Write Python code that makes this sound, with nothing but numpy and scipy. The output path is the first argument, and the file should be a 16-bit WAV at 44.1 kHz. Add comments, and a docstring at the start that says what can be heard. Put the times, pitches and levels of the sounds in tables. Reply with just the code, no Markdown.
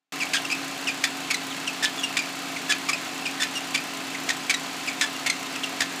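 """A drive belt slips on a pulley in short falling chirps, some clean, some harsh enough to tick.
Stick-slip friction makes each tone, and the close walls of the engine bay reflect it.
Beneath it a four-cylinder petrol engine idles under an open bonnet: belts and air rush as broadband
noise, the crank hums in harmonics of its rotation, piston blows ring the block and the valves tick."""
import sys
import numpy as np
from scipy import signal
from scipy.fft import rfft, irfft
from scipy.io import wavfile

SR = 44100
rng = np.random.default_rng(int(sys.argv[2]) if len(sys.argv) > 2 else 0)


def int16_out(signal):
    """Quantize to a 16-bit WAV file."""
    q = np.round(np.clip(np.atleast_2d(signal).T, -1, 1) * 32767)
    wavfile.write(sys.argv[1], SR, q.astype(np.int16))


N = 264600
BAND_LIMIT_HZ = 15400
BRIGHT_HZ = 2020  # snaps and rebounds grow purer as their pitch rises past this


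def belt(level_db=-0.24):
    """Friction-excited vibration: four kinds of belt slip sound together with their reflections."""
    return amp(level_db) * bay(chirps() + whistles() + squeals() + squeaks())


def slip(length, first_hz, last_hz, rough, db, over_db,
         swell_db=0, half_db=-100, settle=2.61, rise_s=0.0013):
    """Stick-slip oscillation: rubber sticks and lets go at a rate that sinks as the belt grips again."""
    # radiation response of the pulley: (frequency [Hz], gain [dB])
    pulley = [(500, -21.5), (1100, -8.5), (2200, 3), (3400, 2), (4200, -1), (4900, 1), (6100, -1.5),
              (6800, 1.5), (7300, -3.5), (8600, -3.5), (9900, -14), (12500, -17.5), (15000, -22)]
    t = np.arange(4096) / SR
    hz = last_hz + (first_hz - last_hz) * np.exp(-settle * t / length)
    # each release comes a little early or late: the pitch holds while the high overtones smear
    jitter = (0.016 + 0.14 * rough) * drift(len(t), 890)
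    cycles = np.cumsum(hz) / SR + jitter
    overtones = sum(gain_at(pulley, k * hz) * (k * hz < BAND_LIMIT_HZ) / np.sqrt(k)
                    * np.cos(2 * np.pi * k * cycles) for k in range(2, 9))
    # a harsh slip also scrapes, in one puff of noise a cycle
    puffs = 0.4 + np.exp(-(cycles % 1) / 0.55)
    scrape = colour(puffs * rng.standard_normal(len(t)), pulley)
    noise_share = np.clip(rough, 0, .95)
    treble = np.sqrt(1 - noise_share) * unit(overtones) + np.sqrt(noise_share) * unit(scrape)
    envelope = np.clip(t / rise_s, 0, 1) * np.exp(-np.maximum(t - length, 0) / 0.0015)
    flutter = amp(2.26 * drift(len(t), 370))
    # overtones start after the fundamental and fade before it
    bite = np.clip(t / (2.8 * rise_s), 0, 1) * amp(2.5 * (1.21 - np.minimum(t / length, 2)))
    # period doubling: strong and weak releases in turn add a tone at half the pitch
    tone = np.sqrt(2) * (np.sin(2 * np.pi * cycles) + amp(half_db) * np.sin(np.pi * cycles))
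    level = amp(db + swell_db * np.minimum(t / length, 1))
    return level * envelope * flutter * (tone + amp(over_db) * bite * treble)


def squeals(snap_s=0.00688, fade_db_per_s=270):
    """Rough stick-slip: a low groan swells towards a diving snap or dies away after it."""
    # harsh slips: (snap time [s], landing pitch [Hz], snap level [dB], groan time [s], duration [s],
    # pitch [Hz], roughness [0-1], groan level at the snap end [dB])
    slips = [(0.333, 2045, -21.5, 0.341, 0.027, 1691, 0.32, -21.5),
             (1.038, 1756, -22, 1.046, 0.014, 1880, .35, -26),
             (1.854, 2855, -21, 1.825, .026, 1835, 0.29, -20.5),
             (2.718, 2244, -21.5, 2.692, 0.0236, 1790, 0.2, -21),
             (3.431, 1890, -26.5, 3.398, 0.028, 1860, 0.28, -23.5),
             (4.288, 1900, -23.5, 4.3, 0.0099, 1904, 0.49, -22),
             (5.01, 1707, -25, 5.018, 0.03, 1806, 0.32, -22.5),
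             (5.804, 1658, -24, 5.815, 0.012, 1860, .55, -23)]
    out = np.zeros(N)
    for snap_at, snap_hz, snap_db, groan_at, length, hz, rough, db in slips:
        over_db = -17 * np.log2(snap_hz / BRIGHT_HZ)
        add(out, snap_at, slip(snap_s, 1.55 * snap_hz, snap_hz, rough=0.58, db=snap_db, over_db=over_db))
        swell_db = np.sign(snap_at - groan_at) * fade_db_per_s * length
        start_db = db - max(swell_db, 0)
        add(out, groan_at, slip(length, hz, .94 * hz, rough, start_db, over_db=-2, swell_db=swell_db))
    return out


def squeaks(rebound_s=0.0076):
    """Intermittent friction: the belt scrapes, grips, and lets go once more in a clean rebound."""
    # double slips: (time [s], duration [s], pitch [Hz], roughness [0-1], level [dB], subharmonic
    # re fundamental [dB], rebound time [s], rebound pitch [Hz], rebound level [dB])
    slips = [(0.501, 0.0051, 2590, 0.25, -26.5, -30, 0.511, 2730, -25.5),
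             (1.304, .015, 2410, .45, -22, -30, 1.341, 2300, -23.5),
             (2.167, .012, 2475, 0.71, -24.5, -14, 2.189, 2696, -24),
             (2.886, .017, 2476, 0.56, -25.5, -5, 2.93, 2810, -24),
             (3.743, 0.0182, 2480, .58, -26, -15, 3.775, 2730, -27.5),
             (4.495, .018, 2433, 0.5, -21.5, -30, 4.539, 2203, -26),
             (5.261, .018, 2323, 0.46, -23, -30, 5.298, 2333, -23.5)]
    out = np.zeros(N)
    for at, length, hz, rough, db, half_db, rebound_at, rebound_hz, rebound_db in slips:
        over_db = -9.5 + 14 * rough  # rougher scrapes are brighter
        add(out, at, slip(length, hz, .91 * hz, rough, db, over_db, half_db=half_db))
        over_db = 5.5 - 25 * np.log2(rebound_hz / BRIGHT_HZ)
        rebound = slip(rebound_s, rebound_hz, .86 * rebound_hz, rough=0.16, db=rebound_db, over_db=over_db)
        add(out, rebound_at, rebound)
    return out


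def chirps():
    """Nearly periodic stick-slip: a clean tone falls as the belt regains its grip."""
    # light slips: (time [s], duration [s], starting pitch [Hz], level [dB])
    slips = [(0.202, .033, 2900, -27.5), (0.364, .0125, 3740, -25.5), (0.87, .026, 3090, -24.3),
             (1.503, .027, 3950, -39), (1.673, .016, 3326, -26.5), (2.56, .014, 2660, -31),
             (3.254, .014, 3084, -26.7), (4.143, .015, 2560, -32.5), (4.873, 0.02, 2890, -27),
             (5.553, .01, 3380, -32.5), (5.634, .012, 3510, -25.5)]
    return glides(slips, pitch_ratio=.73, rough=0.25, over_db=-7.5)


def whistles():
    """Nearly steady stick-slip: the belt barely slides, so the pitch almost holds."""
    # slight slips: (time [s], duration [s], starting pitch [Hz], level [dB])
    slips = [(0.449, 0.0075, 2870, -28), (0.519, 0.011, 2695, -25), (1.979, .035, 3520, -37),
             (2.033, 0.0195, 2950, -26.5), (3.552, 0.032, 2946, -30), (5.15, .017, 2930, -37),
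             (5.462, 0.0077, 3890, -40)]
    return glides(slips, pitch_ratio=.93, rough=.2, over_db=-6.5)


def glides(slips, pitch_ratio, rough, over_db):
    """Exponential relaxation: each soft slip sinks towards the same fraction of its starting pitch."""
    out = np.zeros(N)
    for at, length, hz, db in slips:
        add(out, at, slip(length, hz, pitch_ratio * hz, rough, db, over_db, settle=1.9, rise_s=0.0017))
    return out


def bay(x, wet_db=-5.0, t60=0.16, treble_t60=0.056, first_s=0.0018, crossover_hz=4500):
    """Reverberation: close metal walls return short, dense reflections whose treble dies first."""
    t = np.arange(6000) / SR
    taps = rng.choice([-1., 1.], len(t)) * (rng.random(len(t)) < .15) * (t > first_s)
    low = signal.sosfilt(signal.butter(2, crossover_hz, fs=SR, output="sos"), taps)
    high = signal.sosfilt(signal.butter(2, crossover_hz, "high", fs=SR, output="sos"), taps)
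    decay = amp(-60 * t / t60)
    tail = (low * decay - high * amp(-60 * t / treble_t60)) / np.linalg.norm(taps * decay)
    return x + amp(wet_db) * signal.fftconvolve(x, tail)[:N]


def rush(turns, level_db=-35.0, throb_db=-0.37, flutter_db=-0.5):
    """Amplitude-modulated noise: belts and intake air rush steadily and throb once a crank turn."""
    # noise spectrum: (frequency [Hz], relative level [dB])
    spectrum = [(30, -45), (70, -29), (105, -23), (140, -5), (250, -5.5), (400, -4.5), (550, -4),
                (750, -1.5), (1500, -0.5), (2800, -1.5), (4600, -5), (5300, -8.5), (7300, -9), (9500, -17),
                (10700, -19), (12500, -24), (15000, -23)]
    swell_db = throb_db * np.cos(2 * np.pi * (turns - 0.13)) + flutter_db * drift(N, 130)
    return amp(level_db) * unit(colour(amp(swell_db) * rng.standard_normal(N), spectrum))


def hum(turns, waver=0.17, wobble_turns=0.0031):
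    """Harmonics of rotation: the crank runs a little unevenly, and phase modulation blurs high orders."""
    # crank orders: (frequency [multiple of crank speed], level [dB])
    orders = [(6.0, -75), (8.0, -62.5), (10.0, -56.5), (12.0, -55), (15.0, -57), (16.0, -57), (17.0, -57),
              (18.0, -42.5), (19.0, -56), (21.0, -51.5), (23.0, -54), (27.0, -55.5), (29.0, -59),
              (45.0, -52.5), (49.0, -50.5), (52.0, -56.5), (68.0, -51)]
    angle = turns + wobble_turns * drift(N, 11.0)
    out = np.zeros(N)
    for order, db in orders:
        amplitude = np.sqrt(2) * amp(db) * (1 + waver * drift(N, 8.4))
        out += amplitude * np.sin(2 * np.pi * (order * angle + rng.random()))
    return out


def knock(turns, level_db=-42):
    """Modal resonance: piston blows ring the block and its covers."""
    # piston blows in one four-stroke cycle: (crank angle [turns], relative level [dB])
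    impacts = [(.1, -1.5), (0.582, -4.5), (.85, -4), (1.078, -2), (1.61, -5), (1.851, -5)]
    # modes of the block and covers: (frequency [Hz], bandwidth [Hz], relative gain [dB])
    modes = [(682, 63, -8.5), (752, 110, 0.5), (1025, 40, -6), (1263, 100, 1), (1540, 36, -4),
             (2220, 200, -2.5), (2639, 46, 6.5), (2870, 120, -30), (4220, 240, -5.5)]
    force = blows(turns, impacts, rise_turns=0.008, fall_turns=0.094) * rng.standard_normal(N)
    ring = sum(amp(db) * signal.lfilter(*signal.iirpeak(hz, hz / width, SR), force)
               for hz, width, db in modes)
    return amp(level_db) * unit(ring)


def valves(turns, level_db=-46):
    """Impact noise: each valve seats with a short, bright tick."""
    # valve closures in one four-stroke cycle: (crank angle [turns], relative level [dB])
    impacts = [(.02, -5), (.19, -18), (.42, 0.5), (.68, -10), (.91, -2.5), (1.17, -10), (1.45, -4.5),
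               (1.65, -17), (1.895, -1)]
    # spectrum of a tick: (frequency [Hz], relative level [dB])
    spectrum = [(300, -32), (2000, 5.5), (4500, -3.5), (7500, 5), (9000, -7), (10500, -3.5), (13000, -5),
                (15000, -7.5)]
    envelope = blows(turns, impacts, rise_turns=.03, fall_turns=.06)
    return amp(level_db) * unit(colour(envelope * rng.standard_normal(N), spectrum))


def blows(turns, impacts, rise_turns, fall_turns):
    """Incoherent sum: impacts recurring every two crank turns add in power to form one envelope."""
    power = np.zeros(N)
    for at, db in impacts:
        cycle, age = np.divmod(turns - at + 4, 2)
        strength = amp(db + rng.standard_normal(128))[cycle.astype(int)]
        power += (strength * (1 - np.exp(-age / rise_turns)) * np.exp(-age / fall_turns)) ** 2
    return np.sqrt(power)


def amp(db):
    """Amplitude ratio of a level in decibels."""
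    return 10 ** (np.asarray(db) / 20)


def unit(x):
    """Normalisation to rms 1."""
    return x / np.sqrt(np.mean(x ** 2) + 1e-20)


def gain_at(response, hz):
    """Gain of a frequency response, interpolated on a log-frequency axis."""
    f, db = np.transpose(response)
    return amp(np.interp(np.log(hz + 1), np.log(f), db))


def colour(x, response):
    """Linear filtering: the spectrum of x is multiplied by a frequency response."""
    return irfft(rfft(x) * gain_at(response, np.fft.rfftfreq(len(x), 1 / SR)), len(x))


def drift(size, rate_hz):
    """Low-pass noise: smooth random motion of rms 1."""
    hz = np.fft.rfftfreq(size, 1 / SR)
    return unit(irfft(rfft(rng.standard_normal(size)) * np.exp(-(hz / rate_hz) ** 2), size))


def add(mix, at, sound):
    """Superposition of a sound on the mix, starting at a time in seconds."""
    part = mix[round(at * SR):][:len(sound)]
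    part += sound[:len(part)]


def scene():
    """Phase locking: the crank angle times every engine layer; the belt slips above them."""
    # idle speed: (time [s], crank speed [rpm])
    speed = [(0.0, 923), (1.6, 910), (2.4, 913.7), (3.7, 908), (4.6, 905.6), (6.0, 904)]
    rpm = np.interp(np.arange(N) / SR, *np.transpose(speed))
    turns = np.cumsum(rpm) / 60 / SR
    return (hum(turns) + knock(turns) + valves(turns) + rush(turns) + belt())[None]


def record(dry, start_s=.1215):
    """Band limiting: a small microphone, deaf to deep bass and top treble, opens after a moment."""
    thin = signal.sosfilt(signal.butter(2, 60, "high", fs=SR, output="sos"), dry)
    gate = np.clip((np.arange(N) / SR - start_s) / .0012, .002, 1)
    lowpass = signal.firwin(701, BAND_LIMIT_HZ, window=("kaiser", 9), fs=SR)
    return signal.oaconvolve(thin * gate, lowpass[None], "same")


dry = scene()
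out = record(dry)
int16_out(out)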